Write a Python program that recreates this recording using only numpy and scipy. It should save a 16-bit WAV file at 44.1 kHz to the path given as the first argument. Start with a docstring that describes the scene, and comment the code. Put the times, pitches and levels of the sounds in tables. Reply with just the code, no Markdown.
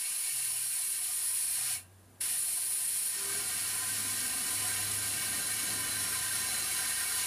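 """An air-hydraulic jack lets a heavy vehicle down, heard from the ground under the chassis.
Its release valve hisses as a turbulent jet excites resonances; it is shut for a moment and opens again with a puff.
Then the flow turns coarse and rings the steel body and pipe, and a whistle grows in the valve block.
The sinking load rumbles and groans as filtered noise, and a few low sine tones come and go.
The workshop hums behind as steady, wider noise with faint tonal bands."""
import sys
import numpy as np
from scipy import signal
from scipy.fft import rfft, irfft, next_fast_len
from scipy.io import wavfile
from scipy.ndimage import map_coordinates

SR = 44100
rng = np.random.default_rng(int(sys.argv[2]) if len(sys.argv) > 2 else 0)


def wav_record(signal):
    """Record a signal, one row per channel, as 16-bit PCM in the file named by sys.argv[1]."""
    frames = np.transpose(np.atleast_2d(signal))
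    bounded = np.clip(frames, -1, 1)
    # unit amplitude maps onto the largest positive 16-bit level
    quanta = np.round(bounded * 32767).astype(np.int16)
    wavfile.write(sys.argv[1], SR, quanta)


N = 320166

# the valve shuts and reopens; later the flow turns coarse and the load sinks in earnest [s]
SHUT_S, REOPEN_S, COARSE_S = 1.7494, 2.21, 3.103


def amp(db):
    """Level to amplitude: 20 dB is a factor of ten."""
    return 10 ** (np.asarray(db) / 20)


def unit(x):
    """Normalisation to an rms value of 1."""
    return x / np.sqrt(np.mean(x ** 2) + 1e-20)


def clock():
    """Sampled time: the instant of each sample in seconds."""
    return np.arange(N) / SR


def curves(rows):
    """Linear interpolation in time: one curve for each column after the time."""
    s, *columns = np.transpose(rows)
    return [np.interp(clock(), s, column) for column in columns]


def wobble(rate):
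    """Band-limited fluctuation: a smooth curve through random knots, rate of them a second."""
    knots = rng.standard_normal(int(N * rate / SR) + 4)
    return map_coordinates(knots, [np.arange(N) * rate / SR])


def gate(start, length, edge_s):
    """Trapezoidal envelope: a linear rise from 0 to 1, a hold and a linear release."""
    inside = np.minimum(clock() - start, start + length - clock())
    return np.clip(.5 + inside / edge_s, 0, 1)


def bell(peak, half_width):
    """Gaussian envelope: a smooth swell up to 1, down to 1/e at the half width."""
    return np.exp(-((clock() - peak) / half_width) ** 2)


def filtered(x, response):
    """Linear filtering: the spectrum of x times a response of frequency."""
    m = next_fast_len(N + SR // 2)
    spectrum = rfft(x, m) * response(np.fft.rfftfreq(m, 1 / SR))
    return irfft(spectrum, m)[..., :N]


def slope(points):
    """Spectral envelope: a response through (f/Hz, level/dB) points on a log frequency axis."""
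    f, db = np.transpose(points)
    return lambda hz: amp(np.interp(np.log(hz + 1), np.log(f), db))


def resonances(modes, order=1):
    """Superposition of independently driven modes: powers add; a higher order steepens the skirts."""
    def response(hz):
        power = 0
        for centre, width, db in modes:
            detuning = (centre * centre - hz * hz) / (hz * width + 1e-9)
            power = power + amp(db) ** 2 / (1 + detuning ** 2) ** order
        return np.sqrt(power)
    return response


def noise(response, width=None):
    """Partial coherence: coloured stereo noise of rms 1 whose side part sets how far the channels differ."""
    if width is None:
        # side minus mid level of the noise, almost mono around 3 kHz: f/Hz, level/dB
        width = [(60, -14), (200, -22), (400, -16), (700, -11.5), (1200, -24.5), (3000, -79), (6000, -31.5),
                 (10000, -14), (14000, -10)]
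    mid, side = filtered(rng.standard_normal((2, N)), response)
    side = filtered(side, slope(width))
    return unit(np.array([mid + side, mid - side]))


def tone(hz, db, waver_hz, flutter_db):
    """Frequency and amplitude modulation: a sine of about the given rms level, unsteady in both."""
    level = amp(db + flutter_db * wobble(12))
    phase = 2 * np.pi * np.cumsum(hz + waver_hz * wobble(12)) / SR
    return np.sqrt(2) * level * np.sin(phase)


def notes(rows, edge_s, waver_hz, flutter_db):
    """Superposition of separate unsteady tones, each with a soft start and end."""
    return sum(gate(start, length, edge_s) * tone(hz, db, waver_hz, flutter_db)
               for start, length, hz, db in rows)


def workshop():
    """Diffuse background: steady broadband noise with faint tonal bands, wide in the treble."""
    # smooth spectrum of the air: f/Hz, relative level/dB
    air_spectrum = [(25, 0), (75, 9), (150, 9), (300, -1.5), (500, -6.5), (1000, 3), (2000, -2.5),
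                    (3500, -5), (5800, -7.5), (9500, -3), (12000, -4), (15000, -14)]
    # faint tones in the air: f/Hz, width/Hz, relative level/dB
    air_tones = [(517, 10, 6.5), (810, 40, -8), (1630, 30, 10)]

    def air(hz):
        return np.hypot(slope(air_spectrum)(hz), resonances(air_tones)(hz))
    return amp(-64.5) * noise(air, width=[(80, -28), (500, -27), (3000, -25), (10000, -4.5)])


def rumble():
    """Structure-borne noise: the load settling on the ram gives low random vibration."""
    # load settling on the ram: t/s, relative level/dB
    load = [(0.0, -78), (0.3, -85), (2.24, -63.5), (2.47, -73.5), (3.07, -67.5), (3.39, -57.5),
            (3.78, -60.5), (4.25, -57), (5.24, -55), (5.74, -55), (7.26, -62)]
    # smooth spectrum of the rumble: f/Hz, relative level/dB
    rumble_spectrum = [(20, -28), (45, -5), (75, -5.5), (130, -2.5), (220, -1), (350, -3), (500, -8.5),
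                       (700, -7), (1200, -19), (3000, -36)]
    load_db, = curves(load)
    return amp(load_db + 2.5 + 1.2 * wobble(7.2)) * noise(slope(rumble_spectrum))


def groan():
    """Resonant response: the shifting weight swells in two low bands of noise."""
    # groans as the weight shifts: peak t/s, half width/s, level/dB
    groans = [(4.249, 0.42, -55), (5.8, 0.28, -57)]
    swells = sum(amp(db) * bell(peak, half_width) for peak, half_width, db in groans)
    return swells * noise(resonances([(214, 32, -1), (258, 45, 0)], order=2))


def drone():
    """Musical interval: a low tone creeps up, joined by one at 3/4 of its frequency once the load sinks."""
    # pitch of the drone: t/s, f/Hz
    drone_pitch = [(0, 85), (1.3, 92), (3.6, 102), (4.8, 102.5), (5.5, 106.5), (6.4, 105.5), (7.2, 102.5)]
    # strength of the drone: t/s, relative level/dB
    drone_level = [(0.0, -87), (0.6, -70), (0.71, -80), (1.52, -63), (1.64, -70), (1.78, -56), (3.07, -78),
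                   (3.26, -62), (4.1, -53.5), (4.49, -67), (4.55, -55), (4.85, -47), (5.44, -58),
                   (5.84, -51.5), (6.63, -58.5), (7.14, -69), (7.18, -54), (7.26, -63)]
    drone_hz, = curves(drone_pitch)
    drone_db, = curves(drone_level)
    upper = tone(drone_hz, drone_db - 1.1, waver_hz=0.82, flutter_db=1.1)
    # exponential approach with a time constant of 0.85 s
    settling = 1 - np.exp(-np.maximum(clock() - COARSE_S, 0) / 0.85)
    undertone = settling * tone(drone_hz * 3 / 4, -62.5, waver_hz=2.1, flutter_db=1.5)
    return upper + undertone


def hums_and_singing():
    """Quasi-sinusoidal tones: brief low hums and a thin singing tone that comes and goes."""
    # brief low hums: start t/s, length/s, f/Hz, level/dB
    hums = [(.31, .4, 124, -64), (1.59, 0.18, 125.5, -61.5), (2.25, 1.4, 132, -72.5)]
    # thin singing tone: start t/s, length/s, f/Hz, level/dB
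    sings = [(.2, 0.47, 375, -71.5), (.85, 0.54, 380, -71.5), (2.35, 1, 391, -70.5),
             (3.18, 0.25, 396, -53.5)]
    humming = notes(hums, edge_s=.06, waver_hz=0.81, flutter_db=0.0)
    singing = notes(sings, edge_s=.13, waver_hz=3.58, flutter_db=1.2)
    return humming + singing


def underbody(x, t60, echo_db, count=5):
    """Reverberation: dense short echoes between ground and chassis, in a pattern that keeps shifting."""
    t = np.arange(SR // 4) / SR
    decay = amp(-60 * t / t60) * (t > .002)
    tails = rng.standard_normal((count, 1, len(t))) * decay
    shares = np.array([wobble(4) for _ in tails])
    shares /= np.linalg.norm(shares, axis=0)
    echoes = 0
    for share, tail in zip(shares, tails):
        response = tail / np.linalg.norm(tail)
        echoes = echoes + share * signal.oaconvolve(x, response, axes=1)[:, :N]
    return x + amp(echo_db) * filtered(echoes, slope([(4000, 1.2), (10000, 0.5)]))


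def ram_travel():
    """Change of geometry: the share by which resonances lean from ram-up to ram-down levels."""
    # travel of the ram: t/s, share sunk (0-1)
    travel = [(0, 0.15), (3.08, 0.06), (3.25, 0.42), (4.4, 0.64), (5.6, 0.85)]
    return np.clip(curves(travel)[0], 0, 1)


def turbulence(calm_db, surge_db, coarse_db, rise_s, growth_db_per_s):
    """Flow-driven level in dB: up in each surge, a step up when the flow turns coarse, then slow growth."""
    # surges while the valve is being moved: start t/s, length/s, strength (0-1)
    surges = [(1.555, 0.34, 1), (2.202, 0.15, 0.55)]
    surge = sum(strength * gate(start, length, edge_s=0.05) for start, length, strength in surges)
    sinking_s = np.maximum(clock() - COARSE_S, 0)
    coarse = 1 - np.exp(-sinking_s / rise_s)
    return calm_db + surge_db * surge + coarse_db * coarse + growth_db_per_s * sinking_s


def ringing(modes, surge_db):
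    """Modal excitation: steel modes, each driven in its own surges, shift in balance as the ram sinks."""
    sunk = ram_travel()
    gains, rings = [], []
    for hz, width, up_db, down_db in modes:
        gains.append(np.sqrt(width) * amp(up_db + sunk * (down_db - up_db)))
        rings.append(amp(surge_db * wobble(22)) * noise(resonances([(hz, width, 0)], order=2)))
    mixed = sum(gain * ring for gain, ring in zip(gains, rings))
    return unit(mixed / np.linalg.norm(gains, axis=0))


def body():
    """Forced vibration: turbulence churns in the jack and keeps its steel body ringing."""
    # modes of the body: f/Hz, width/Hz, relative level/dB with ram up, with ram down
    body_modes = [(731, 77, -1.5, -7.5), (1022, 55, 1, -0.5), (1210, 88, -3.5, -6.5), (1408, 46, -3.5, -3),
                  (1569, 57, 3, 4), (1845, 84, 3.5, -1)]
    # smooth spectrum of the churning: f/Hz, relative level/dB
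    churn_spectrum = [(150, -17.5), (400, 0.5), (550, -6.5), (900, -7), (1300, 1.5), (2000, 5.5),
                      (3000, -7.5), (6000, -15)]
    body_db = turbulence(calm_db=-57.0, surge_db=5.0, coarse_db=8.5, rise_s=0.043, growth_db_per_s=0.99)
    churn = amp(-4.5 + 1.4 * wobble(25)) * noise(slope(churn_spectrum))
    return amp(body_db) * (ringing(body_modes, surge_db=1.9) + churn)


def pipe():
    """Forced vibration: the flow drives the modes of the pipe, which swell twice."""
    # modes of the pipe: f/Hz, width/Hz, relative level/dB with ram up, with ram down
    pipe_modes = [(2240, 58, -0.55, 2), (2439, 47, 1.2, -9.5), (2727, 54, 2.2, -3), (2966, 52, -1.1, -0.5)]
    # the pipe catches the flow and rings out: peak t/s, half width/s, rise in level/dB
    pipe_swells = [(.4, 0.61, 7.5), (1.75, 0.03, 9.5)]
    pipe_db = turbulence(calm_db=-58, surge_db=4.5, coarse_db=7.0, rise_s=0.16, growth_db_per_s=0.85)
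    swell_db = sum(db * bell(peak, half_width) for peak, half_width, db in pipe_swells)
    return amp(pipe_db + swell_db) * ringing(pipe_modes, surge_db=2.0)


def whistle():
    """Narrow-band resonance: the valve block whistles near 4 kHz, growing 12 dB/s up to 5.6 s."""
    whistle_db = -51.5 - 12 * np.maximum(5.6 - clock(), 0)
    return amp(whistle_db + 1.5 * wobble(16)) * noise(resonances([(4000, 62, -2), (4080, 32, 0)], order=2))


def jet(modes, spectrum, order):
    """Jet noise: turbulence in resonances whose balance shifts, by a power crossfade, as the ram sinks."""
    sunk = ram_travel()
    centre, width, up_db, down_db = np.transpose(modes)

    def coloured(db):
        peaks = resonances(list(zip(centre, width, db)), order)
        return noise(lambda hz: np.hypot(slope(spectrum)(hz), peaks(hz)))
    return np.sqrt(1 - sunk) * coloured(up_db) + np.sqrt(sunk) * coloured(down_db)


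def sizzle():
    """Jet noise at small scale: the flow sizzles in the narrow nozzle, high in frequency."""
    # resonances of the nozzle: f/Hz, width/Hz, relative level/dB with ram up, with ram down
    nozzle_modes = [(8280, 210, -3, -3), (8535, 230, -3, 3.5), (8760, 120, -21, -2), (9310, 170, 4, 3.5),
                    (9510, 170, 2.5, -1.5), (9820, 240, 2, 1), (9920, 150, 1, -1), (10170, 270, -0.5, -1),
                    (10440, 220, 2.5, 3), (10570, 160, 0.5, 2.5), (10650, 120, -3, -3), (10930, 260, 2, 2),
                    (11170, 120, -4.5, 3.5), (11900, 210, -17, -1), (12500, 160, -16, -1),
                    (13200, 200, -1, -18), (13960, 200, -5, -7), (14800, 220, -22, -11)]
    # smooth spectrum of the sizzle: f/Hz, relative level/dB
    sizzle_spectrum = [(5000, -42), (7800, -16), (8800, -4), (10500, -1), (11200, -6), (11700, -9),
                       (13500, -13.5), (15000, -16.5)]
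    # strength before and after the pause: t/s, relative level/dB
    before_pause = [(0.03, -38.5), (0.932, -36.5), (0.994, -38), (1.262, -36),
                    (1.558, -36), (1.578, -36.5), (1.672, -37.5), (1.72, -37)]
    after_pause = [(2.24, -36), (3.1, -36.5), (3.17, -41), (3.22, -38.5),
                   (4.49, -38), (5.79, -39), (7.21, -37.5), (7.22, -38.5)]
    sizzle_db, = curves([*before_pause, *after_pause])
    return amp(sizzle_db + 3.1 + .2 * wobble(35)) * jet(nozzle_modes, sizzle_spectrum, order=2)


def rush():
    """Jet noise at larger scale: the flow rushes through the valve block and excites its resonances."""
    # resonances of the valve block: f/Hz, width/Hz, relative level/dB with ram up, with ram down
    block_modes = [(3600, 67, -18.0, -9), (4055, 43, 0, 1.5), (4300, 23, 3.5, -18), (4470, 220.0, -5, -5.5),
                   (4870, 115.0, -7, -6.5), (5326, 210, -2, -5), (5576, 34, -1, 2), (5910, 110, -4, -6),
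                   (6340, 126, -5.5, -4), (6640, 42, -11, -3), (6870, 54, 1, -1), (7045, 43, 3.5, -10),
                   (7420, 72, -4, -1), (7790, 180, -1, -6.5)]
    # smooth spectrum of the rush: f/Hz, relative level/dB
    rush_spectrum = [(200, -29), (900, -42.5), (1500, -19.5), (2000, -11.5), (3100, -8.5), (3600, -9.5),
                     (4400, -9), (6000, -18.5), (7800, -14), (10000, -16)]
    rush_db = turbulence(calm_db=-42.5, surge_db=2.0, coarse_db=2.5, rise_s=.08, growth_db_per_s=.35)
    unsteady_db = 0.4 * wobble(4.5) + 0.41 * wobble(30)
    return amp(rush_db + unsteady_db) * jet(block_modes, rush_spectrum, order=1)


def puff():
    """Pressure release: pent-up air gives a short, full burst of noise as the valve snaps open."""
    colour = slope([(900, -27), (1800, 0), (4500, -3), (7500, -9), (12000, -25)])
    return amp(-47) * gate(REOPEN_S, 0.095, edge_s=.01) * noise(colour)


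def valve(fall_db_per_s):
    """Flow control: a gain in dB, 0 when open, falling steadily to a leak once shut, then snapping open."""
    closing = -fall_db_per_s * (clock() - SHUT_S)
    opening = 3400 * (clock() - REOPEN_S)  # dB, at 3400 dB/s
    return np.clip(np.maximum(closing, opening), -39.5, 0)


def release():
    """Source and resonator: the valve feeds a fluttering flow, and the steel dies away slower than the hiss."""
    flutter = amp(0.26 * wobble(24) + 0.38 * wobble(110))
    hiss = amp(valve(fall_db_per_s=302)) * (sizzle() + rush() + puff())
    steel = amp(valve(fall_db_per_s=190)) * (body() + pipe() + whistle())
    return underbody(flutter * (hiss + steel), t60=0.16, echo_db=-13.0)


def scene():
    """Superposition: the jack close by, over the steady, wider air of the workshop."""
    low_sounds = rumble() + groan() + drone() + hums_and_singing()
    return workshop() + low_sounds + release()


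def record(dry):
    """Band limitation: nothing passes at or above 15050 Hz."""
    return filtered(dry, lambda hz: hz < 15050)


dry = scene()
out = record(dry)
wav_record(out)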